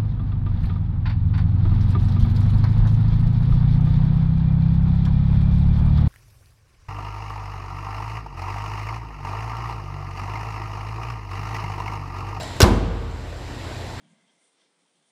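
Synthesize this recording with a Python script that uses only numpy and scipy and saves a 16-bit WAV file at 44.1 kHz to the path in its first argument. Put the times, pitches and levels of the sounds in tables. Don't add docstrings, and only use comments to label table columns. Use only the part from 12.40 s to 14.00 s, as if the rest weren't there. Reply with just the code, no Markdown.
import sys
import numpy as np
from scipy import signal
from scipy.fft import rfft, irfft
from scipy.io import wavfile
from scipy.ndimage import uniform_filter1d

SR = 44100
rng = np.random.default_rng(int(sys.argv[2]) if len(sys.argv) > 2 else 0)


def amplitude_ratio(level_db):
    exponent = np.asarray(level_db, float) / 20
    return 10 ** exponent


def file_out(sig):
    cols = np.atleast_2d(sig).T
    lim = np.clip(cols, -1, 1)
    pcm = np.round(lim * 32767).astype(np.int16)
    wavfile.write(sys.argv[1], SR, pcm)


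N = 70560

# (multiple of firing rate [1], level [dB])
ENGINE_ORDERS = [(1, -51), (1.66, -43), (2, -62), (3, -39), (4, -39.5), (5, -61), (6, -53), (7, -64),
                 (8, -59), (9, -56.5), (10, -51.5), (11, -55), (12, -53.5)]
# (frequency [Hz], density [dB per Hz])
ROAR_SPECTRUM = [(25, -20), (60, -5.5), (130, -5), (200, -11.5), (700, -10.5), (1140, -18), (4040, -25),
                 (15500, -49)]
# (frequency [Hz], width [Hz], level shut [dB], extra with hood open [dB])
WHIRR_BANDS = [(946, 260, -50.5, 6), (1870, 280, -51.5, 2), (3926, 600, -53, 8.5),
               (4920, 1300, -56.5, 10.5), (7414, 760, -57.5, 11), (10300, 1100, -75, 3)]
# (frequency [Hz], gain [dB])
OPEN_BAY_GAIN = [(300, 0.44), (2000, 2.7), (6000, 4.2), (14000, 3.5)]
# (time [s], level [dB])
STRUT_TICKS = [
    (.015, -56),
    (0.03, -36),
    (0.076, -44),
    (.165, -47),
]
# (frequency [Hz], density [dB per Hz])
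TICK_SPECTRUM = [(1500, -18), (4000, 6), (10500, 2), (14500, -19)]
# (time [s], level [dB], decay t60 [s], share of latch ring [0-1], extra treble [dB])
METAL_CLACKS = [
    (0.2034, -7, 0.042, 0.14, 3.5),
    (0.2068, -13, 0.072, 0.18, -2.5),
    (0.2167, -9, .04, 0.28, 4.5),
    (0.2214, -10.5, 0.043, 0.15, 2),
    (0.2235, -12.5, 0.042, 0.15, 4.5),
    (0.2284, -3.5, .03, 0.15, 1),
    (.239, -8, 0.042, 0.04, -3),
]
# (frequency [Hz], density [dB per Hz])
CRACK_SPECTRUM = [(59, -47), (100, -11), (403, -3), (519, -5.5), (1460, -3), (1800, -13.5), (5750, -19.5),
                  (7560, -25.5), (15500, -34)]
# (frequency [Hz], level [dB], decay t60 [s])
LATCH_MODES = [(91, -5, 0.086), (176, -1, .06), (404, 2, 0.053), (1137, -6, 0.032), (1505, -2, 0.023),
               (2785, 0.5, 0.021), (3450, -2, .02), (4120, -2.5, 0.021), (4820, -2.5, 0.023),
               (5170, -3, 0.023), (5610, 2.5, 0.014)]
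# (frequency [Hz], level [dB], decay t60 [s])
PANEL_MODES = [(48.46, -5, 1.41), (70, -13.5, 1.97), (83.3, -13.5, 2), (92.9, -13.5, 1.24),
               (103.35, -8, 0.95), (112.3, -15, 1.55), (124.7, -18, 1.24), (163.4, -20, 1.38),
               (201.4, -5.5, 0.55), (233, -31, 0.76), (265.4, -16.5, 0.78), (353, -7, 0.43),
               (385, -26, 0.6), (459.6, -18, 1.05)]
# (frequency [Hz], density [dB per Hz])
BOOM_SPECTRUM = [(100, -19.5), (170, -4), (366, -7.5), (437, -11), (891, -15.5), (1010, -12.5), (1750, -28),
                 (2840, -30), (12000, -47.5), (15600, -77), (22000, -120)]
# (frequency [Hz], t60 [s])
BOOM_DECAY = [(250, 0.98), (1000, 0.76), (3000, 1), (8000, 0.65), (15000, 0.23)]
# (frequency [Hz], t60 [s])
HALL_DECAY = [(100, 0.85), (500, 1.4), (1500, 1.63), (4000, 1.07), (10000, 0.42)]

FIRING_HZ, SPEED_WOBBLE = 29.7, 0.0078
ROAR_DB, ROAR_THROB, PATCHY_DB = -36, 0.05, 1.5
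CLOSING_S = 0.11
TICK_T60_S = 0.041
CLACK_RISE_S, TREBLE_HZ = 0.0014, 2210
LANDING_S = 0.2288
THUMP_DB, THUMP_FADE_S = 5.5, 0.017
THUMP_FROM_HZ, THUMP_TO_HZ, THUMP_GLIDE_S = 145, 40, 0.008
PANEL_RISE_S, BOOM_RISE_S, BOOM_DB = 0.021, 0.0056, -7
HALL_DB, HALL_RISE_S = -9, 0.027
DUCK_DB, DUCK_ATTACK_S, DUCK_HOLD_S, RECOVER_S = -11, 0.05, 0.22, 0.85
OVERLOAD_KNEE, MIC_LOW_HZ, MIC_HIGH_HZ = 7.0, 14, 15000


def read(points, hz):
    f, value = np.transpose(points)
    return np.interp(np.log(hz + 1), np.log(f + 1), value)


def evened(x):
    return x / np.sqrt(np.mean(x ** 2) + 1e-20)


def drift(samples):
    return evened(uniform_filter1d(rng.standard_normal(N), size=samples))


def coloured(points, size):
    z = rfft(rng.standard_normal(size))
    gain = amplitude_ratio(read(points, np.fft.rfftfreq(size, 1 / SR)))
    return evened(irfft(z * gain, size))


def resonate(x, hz, width):
    turn = np.exp(2j * np.pi * hz * np.arange(len(x)) / SR)
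    r = np.exp(-np.pi * width / SR)
    return 2 * (turn * signal.lfilter([1 - r], [1, -r], x / turn)).real


def dying(x, t60s):
    hz, t, z = signal.stft(x, SR, nperseg=512, noverlap=384)
    z = z * amplitude_ratio(-60 * t / read(t60s, hz)[:, None])
    return signal.istft(z, SR, nperseg=512, noverlap=384)[1][:len(x)]


def since(s):
    return np.maximum(np.arange(N) / SR - s, 0)


def firing_orders(turns):
    out = np.zeros(N)
    for order, db in ENGINE_ORDERS:
        tone = np.cos(2 * np.pi * (order * turns + rng.random()))
        out += np.sqrt(2) * amplitude_ratio(db) * tone * amplitude_ratio(0.56 * drift(4000))
    return out


def roar(throb):
    hz, t, z = signal.stft(coloured(ROAR_SPECTRUM, N), SR, nperseg=1024)
    patches = uniform_filter1d(rng.standard_normal(z.shape), size=10, axis=0)
    patches = evened(uniform_filter1d(patches, size=4, axis=1))
    open_db = read(OPEN_BAY_GAIN, hz)[:, None] * np.exp(-t / CLOSING_S)
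    noise = signal.istft(z * amplitude_ratio(open_db + PATCHY_DB * patches), SR, nperseg=1024)[1][:N]
    return amplitude_ratio(ROAR_DB) * noise * (1 + ROAR_THROB * throb)


def whirr(throb):
    gap = np.exp(-np.arange(N) / SR / CLOSING_S)
    out = np.zeros(N)
    for hz, width, db, open_db in WHIRR_BANDS:
        band = resonate(resonate(rng.standard_normal(N), hz, width), hz, width)
        out += amplitude_ratio(db + open_db * gap) * evened(band)
    return out * (1 + 0.16 * throb)


def engine():
    turns = np.cumsum(FIRING_HZ * (1 + SPEED_WOBBLE * drift(6000))) / SR
    throb = np.cos(2 * np.pi * 3 * turns)
    return firing_orders(turns) + roar(throb) + whirr(throb)


def strut():
    out = np.zeros(N)
    for s, db in STRUT_TICKS:
        t = since(s)
        out += amplitude_ratio(db - 60 * t / TICK_T60_S) * np.minimum(t / 0.001, 1) * coloured(TICK_SPECTRUM, N)
    return out


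def clacks():
    out = np.zeros((2, N))
    treble_filter = signal.butter(2, TREBLE_HZ, "high", fs=SR)
    for s, db, t60, ring, treble_db in METAL_CLACKS:
        t = since(s)
        noise = coloured(CRACK_SPECTRUM, N)
        noise = noise + (amplitude_ratio(treble_db) - 1) * signal.lfilter(*treble_filter, noise)
        burst = np.minimum(t / CLACK_RISE_S, 1) ** 2 * amplitude_ratio(-60 * t / t60) * noise
        jab = np.minimum(t / 0.00066, 1) * np.exp(-t / 0.0013) * rng.standard_normal(N)
        bell = sum(amplitude_ratio(d) * resonate(jab, f, 2.1 / d60) * d60 * 2500 for f, d, d60 in LATCH_MODES)
        out += amplitude_ratio(db) * np.array([burst, np.clip(ring, 0, 1) * bell])
    return out


def thump():
    t = since(LANDING_S)
    hz = THUMP_TO_HZ + (THUMP_FROM_HZ - THUMP_TO_HZ) * np.exp(-t / THUMP_GLIDE_S)
    swing = np.sin(2 * np.pi * np.cumsum(hz * (t > 0)) / SR)
    return amplitude_ratio(THUMP_DB) * np.exp(-(t / THUMP_FADE_S) ** 2) * swing


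def panel():
    t = since(LANDING_S)
    modes = sum(amplitude_ratio(db - 60 * t / t60) * np.sin(2 * np.pi * hz * t) for hz, db, t60 in PANEL_MODES)
    modes = modes * (1 - np.exp(-t / PANEL_RISE_S))
    boom = dying(coloured(BOOM_SPECTRUM, N), BOOM_DECAY)
    boom = np.pad(boom, (round(LANDING_S * SR), 0))[:N]
    return modes + amplitude_ratio(BOOM_DB) * boom * np.minimum(t / BOOM_RISE_S, 1) ** 2


def hall(x):
    rise = np.minimum(np.arange(SR) / SR / HALL_RISE_S, 1)
    tail = dying(rng.standard_normal(SR), HALL_DECAY) * rise
    return signal.fftconvolve(x, tail / np.linalg.norm(tail))[:N]


def scene():
    crack, ring = clacks()
    sheet = panel()
    near = engine() + strut() + crack + ring + thump() + sheet
    far = hall(crack + 0.19 * ring + 0.56 * sheet)
    return (near + amplitude_ratio(HALL_DB) * far)[None]


def roll_off(x):
    return signal.sosfilt(signal.butter(12, 16450, fs=SR, output="sos"), x)


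def record(dry):
    t = since(METAL_CLACKS[0][0])
    recovery = np.clip(1 - (t - DUCK_HOLD_S) / RECOVER_S, 0, 1)
    duck_db = DUCK_DB * (1 - np.exp(-t / DUCK_ATTACK_S)) * recovery
    x = signal.lfilter(*signal.butter(2, MIC_LOW_HZ, "high", fs=SR), dry) * amplitude_ratio(duck_db)
    x = x / (1 + abs(x) ** OVERLOAD_KNEE) ** (1 / OVERLOAD_KNEE)
    x = signal.oaconvolve(x, signal.firwin(61, MIC_HIGH_HZ, fs=SR)[None], "same")
    return roll_off(x)


dry = scene()
out = record(dry)
file_out(out)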